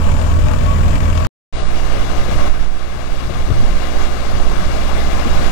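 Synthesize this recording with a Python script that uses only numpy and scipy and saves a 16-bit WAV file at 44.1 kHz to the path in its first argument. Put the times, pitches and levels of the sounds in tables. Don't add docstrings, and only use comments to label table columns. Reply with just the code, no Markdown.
import sys
import numpy as np
from scipy import signal
from scipy.fft import rfft, irfft, next_fast_len
from scipy.io import wavfile
from scipy.ndimage import uniform_filter1d, map_coordinates

SR = 44100
rng = np.random.default_rng(int(sys.argv[2]) if len(sys.argv) > 2 else 0)


def int16_out(signal):
    q = np.round(np.clip(np.atleast_2d(signal).T, -1, 1) * 32767)
    wavfile.write(sys.argv[1], SR, q.astype(np.int16))


def invert_db(x):
    u = np.asarray(x, float) / 20
    return 10 ** u


N = 242991
TIME = np.arange(N) / SR

REAR, FRONT = (0, 1.269), (1.526, 5.6)
REAR_DB, FRONT_DB = -26, -21.5
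REAR_BREEZE_DB, FRONT_BREEZE_DB = (-21, -16.5), (-24, -11)

# (time [s], four-stroke cycle rate [1/s])
REAR_SPEED = [(0.0, 10.06), (1.27, 10.195)]
FRONT_SPEED = [(1.53, 15.12), (3.0, 15.115), (3.7, 15.065), (5.51, 15.068)]
# (multiple of the cycle rate [1], level over the roar [dB])
REAR_ORDERS = [(4, 6), (8, 8.1), (12, -12.5), (14, -4.5), (20, -7.5), (24, -9)]
FRONT_ORDERS = [(4, 6), (8, -5.5), (10, -14.5), (12, -11.5), (15, -12.5), (16, -16), (17, -20.5), (18, -25),
                (19, -9), (21, -25.5), (28, -17.5), (37, -14.5), (40, -20.5), (45, -19.5), (48, -18),
                (52, -17), (71, -13), (76, -17.5), (80, -15), (87, -16.5)]
# (time [s], level over the roar [dB])
REAR_EIGHTH = [(0, 9.1), (1.27, 9.7)]
FRONT_EIGHTH = [(1.53, -1), (3.3, -3.5), (3.6, -13.5), (5.5, -8)]
# (frequency [Hz], level over the roar [dB])
REAR_GEARS = [(279, -11), (352.5, -19), (494, -22), (513, -12.5), (582, -13), (617.5, -8.5), (865.5, -13),
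              (988, -13.5), (1111.5, -10.5)]
FRONT_GEARS = [(201, -13), (351.5, -10), (422, -26.5)]
# (frequency [Hz], level [dB per Hz])
REAR_BODY = [(150, -9.5), (300, -13), (420, -13), (620, -8.5), (800, -11), (950, -13), (1150, -10.5),
             (1500, -15), (2000, -18.5), (2800, -20), (4200, -28), (7000, -26), (10000, -38.5),
             (15500, -42.5)]
FRONT_BODY = [(150, -6.5), (300, -9.5), (420, -7.5), (620, -4), (800, -7), (950, -10), (1150, -7.5),
              (1500, -10), (2000, -11.5), (2800, -14.5), (4200, -18.5), (7000, -24.5), (10000, -32),
              (15500, -40)]
# (frequency [Hz], width [Hz], level [dB])
REAR_ECHOES = [(772, 20, -7.5), (1380, 100, -3), (2130, 150, -2.5), (2330, 150, 3.5), (2450, 120, -3),
               (5970, 620, -4)]
FRONT_ECHOES = [(903, 66, -2), (1340, 100, -2), (1852, 122, -4), (2540, 130, -3.5), (2890, 120, 2.5),
                (3070, 100, -7.5), (3340, 680, 0), (4330, 72, -2.5), (7810, 360, 0)]
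# (time [s], peak level [dB])
TICKS = [
    (0.0887, -26),
    (0.485, -19),
    (0.535, -22),
    (1.004, -19),
    (1.1004, -20.5),
    (1.175, -14),
    (1.248, -15),
]

# (frequency [Hz], level [dB])
REAR_MUFFLE = [(80, -4.5), (250, -5.5), (400, -11), (600, -18.5), (860, -9), (1050, -21), (1300, -17.5),
               (2500, -25), (4500, -34.5), (6500, -65.5), (16000, -58)]
FRONT_MUFFLE = [(80, -58), (350, -70), (600, -58), (850, -53), (1200, -64), (2500, -62), (4500, -64),
                (6500, -74), (16000, -78)]
# (frequency [Hz], level [dB per Hz])
LEFT_PUMP = [(2, -18.5), (6, -20), (14, 5), (28, 1), (50, -13.5), (90, -40), (200, -90.5)]
REAR_PUMP = [(2, -4.5), (6, 0.5), (10, 13), (25, -2.5), (40, -2), (70, -1), (130, -11), (170, -22),
             (400, -50.5), (900, -117)]
FRONT_PUMP = [(2, -6), (6, 5.5), (10, 1.5), (15, -3.5), (25, -11), (45, -23.5), (70, -43), (170, -76),
              (900, -120)]
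# (frequency [Hz], level [dB per Hz])
FLUTTER = [(30, -19.5), (55, 5.5), (100, 2), (170, -6.5), (300, -17), (800, -29), (2000, -41), (5000, -120)]
# (frequency [Hz], level [dB per Hz])
PUFF = [(80, -1), (200, 9), (500, -2.5), (800, -22.5), (1500, -33), (4000, -24), (7000, -120)]
CREAK = [(90, -10), (200, 0), (400, -7), (900, -17), (2000, -25), (5000, -60), (7000, -120)]
HANDLING = [(30, -12), (55, 6), (100, -9.5), (140, -12), (180, -34), (400, -66), (900, -120)]
# (time [s], peak level [dB], half length [s])
LEFT_GUSTS = [(.42, -21, 0.072), (.9, -16.5, 0.083), (1.08, -16.5, .1), (2.3, -18.5, .12), (2.98, -17, .04),
              (3.33, -12, 0.064), (3.49, -13.5, 0.055), (3.6, -13, 0.057), (3.73, -13, 0.057),
              (4.0, -23, 0.077), (4.33, -17.5, 0.096), (4.65, -18.5, 0.11), (5.0, -24, .08),
              (5.3, -19.5, 0.13), (5.5, -30.5, 0.045)]
RIGHT_GUSTS = [(.1, -9, .07), (.37, -10.5, 0.076), (.8, -13, 0.23), (1.0, -25, 0.041), (1.68, -3.5, .1),
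               (1.9, -4.5, 0.16), (2.18, -2.5, 0.025), (2.4, -4.5, 0.036), (2.55, 2, 0.091),
               (2.68, 2, 0.095), (2.85, -6.5, .06), (3.13, -3.5, 0.053), (3.45, -4.5, 0.048),
               (3.67, 0.5, 0.094), (4.03, -3.5, 0.075), (4.45, -1.5, 0.11), (4.65, -11, 0.057),
               (4.87, -5.5, .08), (5.1, -4, 0.043), (5.42, -4.5, 0.094)]
# (time [s], peak level [dB], half length [s])
FLUTTER_FITS = [
    (.45, -24, 0.048),
    (.6, -24, .05),
    (2.33, -26, 0.053),
    (3.32, -24, .05),
    (3.5, -17, 0.058),
    (4.65, -30, 0.036),
]
# (time [s], level [dB])
LEFT_PUFFS = [
    (2.29, -16.5),
    (2.36, -26),
    (3.3, -11),
    (3.5, -10.5),
    (3.63, -13),
    (3.69, -26),
    (3.745, -37),
    (4.63, -23.5),
    (5.27, -13),
]
# (time [s], level [dB])
RIGHT_CREAKS = [(1.69, -45), (2.352, -47), (2.45, -42), (2.502, -34), (2.553, -31), (2.639, -40),
                (2.75, -46), (3.0, -53), (3.4, -55), (3.63, -50.5), (3.68, -57), (3.79, -59.5), (4.0, -54),
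                (4.25, -47), (4.45, -45), (4.51, -34), (5.1, -53), (5.42, -57)]
# (time [s], peak level [dB], frequency [Hz])
SHOVES = [
    (3.598, -3, 7.9),
    (3.7, -2, 20),
]
# (time [s], step level [dB])
SLIPS = [
    (1.546, -27),
    (1.589, -15),
    (1.629, -16),
    (2.503, -26),
    (2.52, -24),
    (2.55, -22.5),
    (4.5, -27),
]
# (time [s], level [dB])
DUCKS = [
    (1.5, -7),
    (2.48, -7),
    (2.628, -4),
    (4.04, -2),
    (4.5, 0),
    (5.42, -0.5),
]


def unit(x):
    return x / np.sqrt(np.mean(x ** 2) + 1e-20)


def along(points, hz):
    f, v = np.transpose(points)
    return invert_db(np.interp(np.log(hz + .5), np.log(f + .5), v, left=-120))


def curves(rows):
    s, *cols = np.transpose(rows)
    return [np.interp(TIME, s, c) for c in cols]


def wobble(rate, at=TIME):
    coarse = TIME[::64]
    knots = rng.standard_normal(int(N * rate / SR) + 4)
    return np.interp(at, coarse, map_coordinates(knots, [coarse * rate]))


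def filtered(x, response):
    m = next_fast_len(N + 8192)
    return irfft(rfft(x, m) * response(np.fft.rfftfreq(m, 1 / SR)), m)[..., :N]


def band_rms(x, band):
    return np.std(filtered(x, lambda hz: (hz > band[0]) & (hz < band[1])))


def random_field(shape, bins, frames):
    field = uniform_filter1d(rng.standard_normal(shape), size=bins, axis=0)
    return uniform_filter1d(field, size=frames, axis=1)


def patchy(depth_db):
    z = signal.stft(rng.standard_normal(N), nperseg=512)[2]
    field = random_field(z.shape, 8, 8)
    return signal.istft(z * invert_db(depth_db * unit(field)), nperseg=512)[1][:N]


def gate(span, rise_s):
    swell = np.clip(0.36 + (TIME - span[0]) / rise_s, 0, 1)
    return swell * (TIME >= span[0]) * (TIME < span[1])


def gain_control():
    attack_s, release_s = .025, 1.18
    since = np.clip(TIME - np.array(DUCKS)[:, :1], 0, None)
    shape = (1 - np.exp(-since / attack_s)) * np.exp(-since / release_s)
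    return invert_db(np.array(DUCKS)[:, 1] @ shape)


def dropouts(x, lo_hz, hi_hz, share):
    hz, _, z = signal.stft(x, SR, nperseg=1024)
    field = random_field(z.shape[1:], 5, 7)
    prone = np.interp(hz, [lo_hz - 4000, lo_hz, hi_hz, hi_hz + 300, 14000, 15800], [0, 1, 1, 0, .1, 1])
    empty = field < np.quantile(field, .5) - np.std(field) * (3.3 - share * prone[:, None])
    return signal.istft(z * np.where(empty, .1, 1), SR, nperseg=1024)[1][:, :N]


def wind_db(gusts, breeze_db):
    coarse = TIME[::64]
    power = invert_db(2 * breeze_db)
    power = power + sum(invert_db(2 * db) * np.exp(-((coarse - s) / half_s) ** 2) for s, db, half_s in gusts)
    return np.interp(TIME, coarse, 10 * np.log10(power))


def gust(spectrum, band, steady_s):
    x = filtered(rng.standard_normal(N), lambda hz: along(spectrum, hz))
    swell = np.abs(uniform_filter1d(x ** 2, int(steady_s * SR)))
    x = x / np.sqrt(swell + 0.074 * np.mean(x ** 2))
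    return x / band_rms(x, band)


def flutter(left_db, band, level_db):
    steady = invert_db(.7 * left_db + level_db)
    fits = invert_db(wind_db(FLUTTER_FITS, -90))
    return (steady + fits) * invert_db(3.06 * wobble(30)) * gust(FLUTTER, band, steady_s=0.075)


def puffs(events, width_s, spectrum):
    coarse = TIME[::32]
    swell = sum(invert_db(db) * np.exp(-((coarse - s) / width_s) ** 2) for s, db in events)
    return np.interp(TIME, coarse, swell) * gust(spectrum, (60, 7000), steady_s=.02)


def shoves():
    total = np.zeros(N)
    for s, db, hz in SHOVES:
        swell = np.exp(-((TIME - s - .012) * hz / .55) ** 2)
        total += invert_db(db) * swell * np.cos(2 * np.pi * hz * (TIME - s))
    return total


def slips():
    leak_s, soft_hz = .004, 4500
    since = TIME - np.array(SLIPS)[:, :1]
    steps = -invert_db(np.array(SLIPS)[:, 1]) @ (np.exp(-np.abs(since) / leak_s) * (since > 0))
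    return filtered(steps, lambda hz: 1 / (1 + 1j * hz / soft_hz) ** 2)


def grip():
    return invert_db(-39.5 + 1.6 * wobble(8.7)) * gust(HANDLING, (50, 200), steady_s=0.04)


def ports(motor, breeze_db, muffle, lag_s, pump, flutter_band, flutter_db, uncover_db=0):
    left_db, right_db = wind_db(LEFT_GUSTS, breeze_db[0]), wind_db(RIGHT_GUSTS, breeze_db[1])
    flaps = flutter(left_db, flutter_band, flutter_db)
    left = motor + invert_db(left_db) * gust(LEFT_PUMP, (5, 45), steady_s=.1) + flaps
    drift = (lag_s + .00022 * wobble(6)) * SR
    late = np.interp(np.arange(N) - drift, np.arange(N), motor)
    dull = filtered(late, lambda hz: along([(20, muffle[0][1])] + muffle, hz))
    right = invert_db(uncover_db) * dull + invert_db(right_db) * gust(pump, (4, 60), steady_s=0.093)
    return np.array([left, right])


def ticks():
    since = TIME - np.array(TICKS)[:, :1]
    decay_db = 60 * np.abs(since) / 0.023
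    swell = (invert_db(np.array(TICKS)[:, 1:] + 9.5 - decay_db) * (since > 0)).sum(axis=0)
    steel = lambda hz: invert_db(20.5) * hz / (hz + 1500) / (1 + (hz / 9000) ** 2)
    return filtered(swell * rng.standard_normal(N), lambda hz: along(REAR_BODY, hz) * steel(hz))


def valve_clatter(cycle):
    taps = rng.standard_normal(4096) * invert_db(3.3 * rng.exponential(size=4096))
    clatter = unit(taps[(cycle % 1 * len(taps)).astype(int)])
    clatter = filtered(clatter, lambda hz: 1 / (1 + (hz / 1800) ** 2))
    return clatter / band_rms(clatter, (100, 1000)) / 5


def combustion(cycle, knock):
    firing = np.floor(4 * cycle).astype(int)
    since = 4 * cycle - firing
    blow = invert_db(rng.normal(0, 1.36, firing[-1] + 1))[firing]
    rise = 1 - np.exp(-since / .04)
    burst = 1 + knock * blow * rise * np.exp(-since / 0.27)
    burst = invert_db(0.14 * wobble(8) + 0.78 * wobble(30)) * burst
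    calm = lambda hz: np.clip((hz - 3000) / 9000, 0, .5)
    hiss = filtered(unit(patchy(1.0)), lambda hz: np.sqrt(calm(hz)))
    return hiss + filtered(unit(burst * patchy(1.0)), lambda hz: np.sqrt(1 - calm(hz)))


def engine_notes(cycle, speed, eighth, orders, gears, unsteady_db):
    eighth_db, = curves(eighth)
    heard = (TIME > speed[0][0] - .05) & (TIME < speed[-1][0] + .05)
    notes, t, turn = np.zeros(N), TIME[heard], cycle[heard]
    for order, db in orders:
        sway_db = unsteady_db * min(order / 12, 1) * wobble(9, t)
        strength_db = (eighth_db[heard] if order == 8 else db) + sway_db
        phase = rng.random() if order % 4 else .5 - order * .045
        waver = order / 350 * wobble(12, t)
        notes[heard] += invert_db(strength_db) * np.cos(2 * np.pi * (order * turn + phase + waver))
    mean_speed = np.mean(speed, axis=0)[1]
    for hz, db in gears:
        waver = hz / 1700 * wobble(12, t)
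        strength_db = db + unsteady_db * (1 + hz / 1200) * wobble(16, t)
        phase = hz * turn / mean_speed + rng.random() + waver
        notes[heard] += invert_db(strength_db) * np.sin(2 * np.pi * phase)
    return notes


def engine(speed, level_db, eighth, orders, gears, body, echoes, start, knock, repeat_db, unsteady_db):
    cycle = start + np.cumsum(curves(speed)[0]) / SR
    roar = combustion(cycle, knock) + invert_db(repeat_db) * valve_clatter(cycle)
    ripple = lambda hz: invert_db(sum(db * np.exp(-((hz - c) / w) ** 2) for c, w, db in echoes))
    roar = filtered(roar, lambda hz: along(body, hz) * ripple(hz))
    roar = roar / band_rms(roar, (800, 6000))
    notes = engine_notes(cycle, speed, eighth, orders, gears, unsteady_db)
    return invert_db(level_db) * (roar + np.sqrt(2) * notes)


def scene():
    rear = engine(REAR_SPEED, REAR_DB, REAR_EIGHTH, REAR_ORDERS, REAR_GEARS, REAR_BODY, REAR_ECHOES,
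                  start=.1, knock=1.5, repeat_db=-8.0, unsteady_db=2.5)
    front = engine(FRONT_SPEED, FRONT_DB, FRONT_EIGHTH, FRONT_ORDERS, FRONT_GEARS, FRONT_BODY, FRONT_ECHOES,
                   start=.047, knock=0.4, repeat_db=-5.0, unsteady_db=1.0)
    loosening_db = 4 * (TIME - 0.4)
    behind = ports(rear + ticks(), REAR_BREEZE_DB, REAR_MUFFLE, 0.0005, REAR_PUMP, (95, 135),
                   flutter_db=-15.5, uncover_db=loosening_db)
    swing = np.exp(-((TIME - REAR[1]) / 0.012) ** 2)
    behind[1] = (1 - swing) * behind[1] - invert_db(-8.5) * swing
    ahead = ports(front, FRONT_BREEZE_DB, FRONT_MUFFLE, .00002, FRONT_PUMP, (72, 112), flutter_db=-14)
    ahead[0] += shoves() + puffs(LEFT_PUFFS, width_s=0.012, spectrum=PUFF)
    ahead[1] += puffs(RIGHT_CREAKS, width_s=0.015, spectrum=CREAK) + slips() + grip()
    return behind * gate(REAR, rise_s=0.0012) + ahead * gate(FRONT, rise_s=0.055)


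def top_cut(x):
    return signal.sosfilt(signal.butter(12, 16520, fs=SR, output="sos"), x)


def record(dry):
    x = dry * gain_control()
    x = x / (1 + np.abs(x / .92) ** 4) ** (1 / 4)
    x = filtered(x, lambda hz: hz < 15800)
    x = dropouts(x, 8000, 10000, share=2.2)
    missing = (TIME > FRONT[0] - .05) * np.clip((1.712 - TIME) / .025, 0, 1)
    x = x - missing * filtered(x, lambda hz: hz > 10250)
    x = x * ((TIME < REAR[1]) | (TIME >= FRONT[0]))
    after = TIME - REAR[1]
    smear = invert_db(-44 - 900 * np.abs(after)) * (after > 0) * (after < .022)
    x[0] += smear * unit(filtered(rng.standard_normal(N), lambda hz: along(PUFF, hz)))
    return top_cut(x)


dry = scene()
out = record(dry)
int16_out(out)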